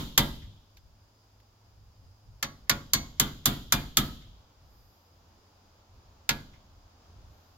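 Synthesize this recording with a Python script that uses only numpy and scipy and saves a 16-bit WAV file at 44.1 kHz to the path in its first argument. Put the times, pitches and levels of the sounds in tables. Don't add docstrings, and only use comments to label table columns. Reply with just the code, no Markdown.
import sys
import numpy as np
from scipy import signal
from scipy.fft import rfft, irfft, next_fast_len
from scipy.io import wavfile
from scipy.ndimage import uniform_filter1d

SR = 44100
rng = np.random.default_rng(int(sys.argv[2]) if len(sys.argv) > 2 else 0)


def generate_wav(sig):
    pcm = np.round(np.clip(np.atleast_2d(sig).T, -1, 1) * 32767).astype(np.int16)
    wavfile.write(sys.argv[1], SR, pcm)


N = 333837
T = np.arange(SR) / SR
SCENE_T = np.arange(N) / SR

# pitch_hz, level_db
WOOD_TONE = [(60, -42.5), (250, -20), (500, -13), (850, -6), (1200, -5.5), (1650, -1.5), (2200, -1),
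             (2650, -4), (3200, 1), (4700, 0), (5300, -1.5), (7300, -3.5), (7900, -17), (16000, -40)]
# pitch_hz, level_db
TICK_TONE = [(500, -37.5), (3000, -27), (7000, -7.5), (8100, -12), (9300, -12.5), (10000, -9),
             (11300, -8.5), (12600, -1.5), (13700, -6.5), (15300, -9.5), (16500, -23.5)]


def undb(db):
    return 10 ** (np.asarray(db) / 20)


def at(points, hz):
    pitches, values = np.transpose(points)
    return np.interp(np.log(hz + 1), np.log(pitches), values)


def colour(x, points):
    n = 2 * x.shape[-1]
    cepstrum = irfft(np.log(undb(at(points, np.fft.rfftfreq(n, 1 / SR)))))
    cepstrum[1:n // 2] *= 2
    cepstrum[n // 2 + 1:] = 0
    return irfft(rfft(x, n) * np.exp(rfft(cepstrum)))[..., :n // 2]


def burst(x, db):
    return x * undb(db) / np.sqrt(np.mean(x ** 2) * len(T) / (.05 * SR))


def fade(t60):
    return np.exp(-np.log(1000) * T / t60)


def delay(x, s):
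    return np.pad(x, ((0, 0), (int(round(s * SR)), 0)))[:, :x.shape[1]]


def add(out, x, start_s):
    i = int(round(start_s * SR))
    a, b = max(i, 0), min(i + x.shape[-1], N)
    out[:, a:b] += x[:, a - i:b - i]


def diffuse(n, apart_hz=650):
    mid, side = rfft(rng.standard_normal((2, n)))
    alike = .95 / (1 + (np.fft.rfftfreq(n, 1 / SR) / apart_hz) ** 4)
    spectrum = mid * np.sqrt(1 + alike) + np.array([[1], [-1]]) * side * np.sqrt(1 - alike)
    return irfft(spectrum, n) / np.sqrt(2)


def direct(spread):
    right = rng.standard_normal(len(T))
    left = (np.roll(right, 3) + np.roll(right, 4)) / 2
    return np.array([left, right]) + spread * diffuse(len(T))


def walk(rate_hz):
    k = int(SR / rate_hz)
    steps = np.repeat(rng.standard_normal(N // k + 1), k)
    return uniform_filter1d(uniform_filter1d(steps, k), k)[:N] * np.sqrt(2)


def bed(tone, db, waver_db):
    n = next_fast_len(N, real=True)
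    noise = irfft(rfft(diffuse(n)) * undb(at(tone, np.fft.rfftfreq(n, 1 / SR))), n)[:, :N]
    return noise / noise.std() * undb(db + waver_db * walk(12))


def ring(notes, scatter_db, detune, spread):
    out = np.zeros((2, len(T)))
    for hz, db, t60 in notes:
        size, shift, turn, start = rng.standard_normal(4)
        apart = np.array([[2 * np.pi * hz * 4 / SR + spread * turn], [0]])
        wave = np.sin(2 * np.pi * hz * (1 + detune * shift) * T - apart)
        out += np.sign(start) * undb(db + scatter_db * size) * fade(t60) * wave
    return out


def reflect(x, tone, smear_t60):
    scatter = diffuse(len(T)) * fade(smear_t60)
    scatter = colour(scatter / np.sqrt(np.sum(scatter[0] ** 2)), tone)
    return signal.fftconvolve(x, scatter, axes=1)[:, :x.shape[1]]


def cut(x, hz, width_hz=400):
    return x + signal.lfilter(*signal.iirpeak(hz, hz / width_hz, fs=SR), x)


def edge(x, steel_db):
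    return colour(x, [(5000, 0), (6500, steel_db)])


def steel_tick(db, rise_s=.0028):
    tick = colour(direct(spread=.5) * fade(.024), TICK_TONE)
    return burst(tick, db) * (1 - np.exp(-T / rise_s))


def wood_snap(grain, cut_hz, db):
    fibres = (grain + direct(spread=.47)) * (fade(.013) + undb(-10) * fade(.08))
    return burst(cut(colour(fibres, WOOD_TONE), cut_hz), db)


def tool_ring(db):
    # pitch_hz, level_db, fade_s
    notes = [(2950, -5, .06), (3141, -7, .14), (3310, -4, .07), (3535, -7, .13), (3699, -9, .1),
             (4000, -4, .06), (4290, -5, .08), (4935, 3, .05), (6370, 0, .025), (6950, 2, .02),
             (7150, 4, .025)]
    return burst(ring(notes, scatter_db=1, detune=.004, spread=3.2), db)


def frame_knock(db):
    # pitch_hz, level_db, fade_s
    notes = [(420, -9, .25), (455, -11, .22), (559, -11, .33), (695, -10, .33), (760, -10, .15),
             (857, -9, .28), (928, -6, .22), (992, -9, .25), (1065, -2, .12), (1119, 0, .14), (1200, 3, .1),
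             (1260, 0, .08), (1360, -3, .14), (1442, 2, .14), (1600, -1, .1), (1662, -1, .12),
             (1921, -6, .13), (2040, -1, .07), (2167, 0, .09), (2400, -2, .08)]
    knock = burst(ring(notes, scatter_db=5.5, detune=.0094, spread=.34), db)
    return knock * undb([[-.7], [.7]])


def blade_ring(db):
    # pitch_hz, level_db, fade_s
    notes = [(4430, -1, .2), (4520, -6, .24), (5985, -5, .26), (6480, -7, .16), (6870, -5, .16),
             (7130, 5, .035), (7210, -8, .22), (7810, -17, .12), (11900, -6, .06)]
    return burst(ring(notes, scatter_db=1, detune=.001, spread=.6), db)


def wall_boom(travel_s=.006, swell_s=.0047, scatter_db=1.25):
    # pitch_hz, level_db, fade_s
    notes = [(30, -11, .8), (38, -8, .8), (49, -7, .6), (67, -11, .5), (95, -8, .4), (123, -3, .4),
             (145, 0, .45), (167, -11, .4), (188, -5, .35), (202, -3, .3), (214, -6, .35), (234, -4.5, .48),
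             (255, -6, .4), (278, -8, .48), (293, -6, .45), (316, -10, .35), (346, -12, .48),
             (368, -12, .3)]
    out = np.zeros((2, len(T)))
    for k, (hz, db, t60) in enumerate(notes):
        slow = np.sqrt(150 / hz)
        t = np.maximum(T - travel_s * slow, 0)
        shape = (1 - np.exp(-t / (swell_s * slow ** 2))) * np.exp(-np.log(1000) * t / t60)
        apart = np.array([[0], [(.22 + hz / 1500) * (-1) ** (k // 2)]])
        gain = (-1) ** k * undb(db + scatter_db * rng.standard_normal())
        out += gain * shape * np.sin(2 * np.pi * hz * t + apart)
    return out


def shed_reflections(build_s=.0017):
    # pitch_hz, fade_s
    bands = [(100, 1), (300, 0.59), (800, 0.38), (2000, 0.36), (3400, 0.21), (6000, 0.56), (12000, 0.46)]
    spectrum, hz = rfft(diffuse(len(T))), np.fft.rfftfreq(len(T), 1 / SR)
    centres, t60s = np.transpose(bands)
    weights = (at(np.c_[centres, row], hz) for row in np.eye(len(centres)))
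    tail = sum(irfft(spectrum * weight, len(T)) * fade(t60) for weight, t60 in zip(weights, t60s))
    return tail * (1 - np.exp(-T / build_s))


def shed_answer(reflections, ringing, cut_hz, steel_db, db):
    # pitch_hz, level_db
    shed_tone = [(60, 4.5), (200, 4), (450, -4.5), (900, -0.5), (1600, -2.5), (2100, -6.5), (2600, -6.5),
                 (3300, 0), (4600, -5.5), (5600, -15), (7300, -11.5), (8000, -28), (15500, -40)]
    # pitch_hz, level_db
    held_tone = [(400, -6.5), (1200, 1), (3700, 7.5), (4900, -9.5), (6500, -15.5), (8000, -32.5)]
    broad = edge(burst(cut(colour(reflections, shed_tone), cut_hz), db), steel_db)
    held = signal.fftconvolve(reflections, colour(ringing, held_tone), axes=1)[:, :len(T)]
    return broad + burst(held, db - 4)


def tearing(reflections, db):
    # pitch_hz, level_db
    linger_tone = [(1500, -35), (2700, -15), (3100, -5), (3450, -4), (3900, -8), (4700, -16.5), (7000, -23),
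                   (8000, -41.5)]
    tear = burst(colour(diffuse(len(T)) * fade(.1), TICK_TONE), db)
    wash = burst(colour(reflections, TICK_TONE), db - 12.5)
    linger = burst(colour(diffuse(len(T)), linger_tone) * fade(.91), db - 13)
    return (tear + wash) * undb([[-1.5], [1.2]]) + linger


def rebound(hit, after_s=.0053, db=-11):
    return (hit + undb(db) * delay(hit, after_s)) / np.hypot(1, undb(db))


def doorway(snap, after_s=.0145):
    return undb(-11) * delay(reflect(snap, [(4500, .5), (6000, -11)], smear_t60=.04), after_s)


def yard_echo(x, after_s=.242):
    tone = [(300, -2), (2000, 8), (5000, 0), (12000, -11)]
    return undb(-44) * delay(reflect(x, tone, smear_t60=.14), after_s)


def hammering(tick_lead_s=.0014, contact_s=.0004, swell_s=.003):
    # start_s, force_db, bite (0-1), steel_hardness_db, blade_looseness (0-1), cut_pitch_hz
    blows = [(-.085, 1, 0.83, 2, 0, 3200), (0.1773, 2, 0.6, -0.5, 0, 3230), (2.4276, -10, 0, -1, .25, 1960),
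             (2.696, -1.5, 0.04, 0.5, .1, 1900), (2.9345, -4, 0.35, 5.5, .7, 4420),
             (3.1984, -2.2, 0.58, 3.5, .05, 3200), (3.457, -2, 0.8, 3, .05, 3336),
             (3.7233, -0.3, .5, 1.5, .05, 1155), (3.971, -0.53, 0.67, 2, .05, 3450),
             (6.2917, -3, 0.04, -3, 0, 2327)]
    out = np.zeros((2, N))
    grain, room = direct(spread=2), shed_reflections()
    for start_s, force_db, bite, steel_db, loose, cut_hz in blows:
        def level(stalled_db, biting_db):
            return force_db + stalled_db + (biting_db - stalled_db) * bite

        snap = edge(wood_snap(grain, cut_hz, level(-20.5, -25)), steel_db)
        tick = undb(steel_db) * steel_tick(level(-24, -23.5))
        tools = tool_ring(level(-35, -28.5))
        crack = (snap + undb(steel_db) * tools) * (1 - np.exp(-T / contact_s))
        add(out, rebound(tick + delay(crack, tick_lead_s)), start_s - tick_lead_s)

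        knock = frame_knock(level(-31, -33.5))
        body = knock * (1 - np.exp(-T / swell_s)) + loose * blade_ring(force_db - 23.5)
        body += burst(wall_boom(), level(-34.5, -25.5))

        reflections = room + .5 * shed_reflections()
        tail = shed_answer(reflections, knock + tools, cut_hz, steel_db, level(-34.5, -28))
        tail += doorway(snap) + tearing(reflections, level(-38, -25))
        add(out, body + tail, start_s)
    return out + yard_echo(out)


def engine(level_db=-66.5):
    # time_s, pitch_hz
    pitches = [(0, 104.7), (2.5, 104.8), (4.3, 90.9), (7.57, 86.57)]
    hz = np.interp(SCENE_T, *np.transpose(pitches)) * (1 + .018 * walk(14))
    hum = np.sqrt(2) * np.sin(2 * np.pi * np.cumsum(hz) / SR)
    return hum * undb(level_db + 2.5 * walk(36))


def traffic(start_db=-68.5, rise_db_per_s=.7663):
    # pitch_hz, level_db
    tone = [(100, -5), (200, 0.5), (400, -3.5), (900, -1.5), (1300, -6), (2000, -15), (3500, -13.5),
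            (7000, -17), (8200, -37)]
    return bed(tone, start_db + rise_db_per_s * SCENE_T, waver_db=.5)


def insect_chorus(level_db=-75):
    # pitch_hz, level_db
    hiss_tone = [(1500, -8), (3200, -2), (4500, -2), (6000, -1), (7400, -3), (8000, -25), (8700, -22),
                 (9600, -14), (12000, -6), (15500, -6)]
    # pitch_hz, level_db
    trill_tone = [(3800, -30), (4500, -11), (4950, 0), (5300, -9), (6000, -24)]
    return bed(hiss_tone, level_db, waver_db=.2) + bed(trill_tone, level_db, waver_db=1)


def rumble():
    # pitch_hz, level_db
    tone = [(20, -15), (38, 0.5), (52, 2), (70, -1.5), (100, 1.5), (140, -13), (250, -27), (600, -59)]
    # time_s, level_db
    levels = [(0, -54.5), (1.3, -64.5), (2.2, -56.5), (4.4, -57.5), (4.9, -66), (6.2, -63.5), (7.2, -59)]
    return bed(tone, np.interp(SCENE_T, *np.transpose(levels)), waver_db=4.5)


def handling():
    # start_s, level_db
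    clicks = [(0.7702, -63.5), (.779, -73), (1.401, -74)]
    out = np.zeros((2, N))
    for start_s, db in clicks:
        scrape = direct(spread=1) * fade(.05)
        click = colour(scrape, WOOD_TONE) + .69 * colour(scrape, TICK_TONE)
        add(out, burst(click, db), start_s)
    return out


def sizzling_insect(attack_s=.13, release_s=.44):
    # start_s, length_s, level_db
    calls = [(4.616, 0.73, -73), (7.219, .65, -76)]
    # pitch_hz, level_db
    tone = [(5000, -59), (8500, -32), (11000, -7.5), (12800, 2), (15500, -9)]
    loudness = np.zeros(N)
    for start_s, length_s, db in calls:
        t = SCENE_T - start_s
        loudness += undb(db) * np.clip(np.minimum(t / attack_s, (length_s - t) / release_s), 0, 1)
    return loudness * bed(tone, 0, waver_db=.5)


def scene():
    work = hammering() + handling()
    yard = engine() + traffic() + insect_chorus() + rumble() + sizzling_insect()
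    return work + yard


def record(dry):
    rounded = np.tanh(.7 * dry) / .7
    return signal.sosfilt(signal.ellip(8, .2, 70, 15900, fs=SR, output="sos"), rounded)


dry = scene()
out = record(dry)
generate_wav(out)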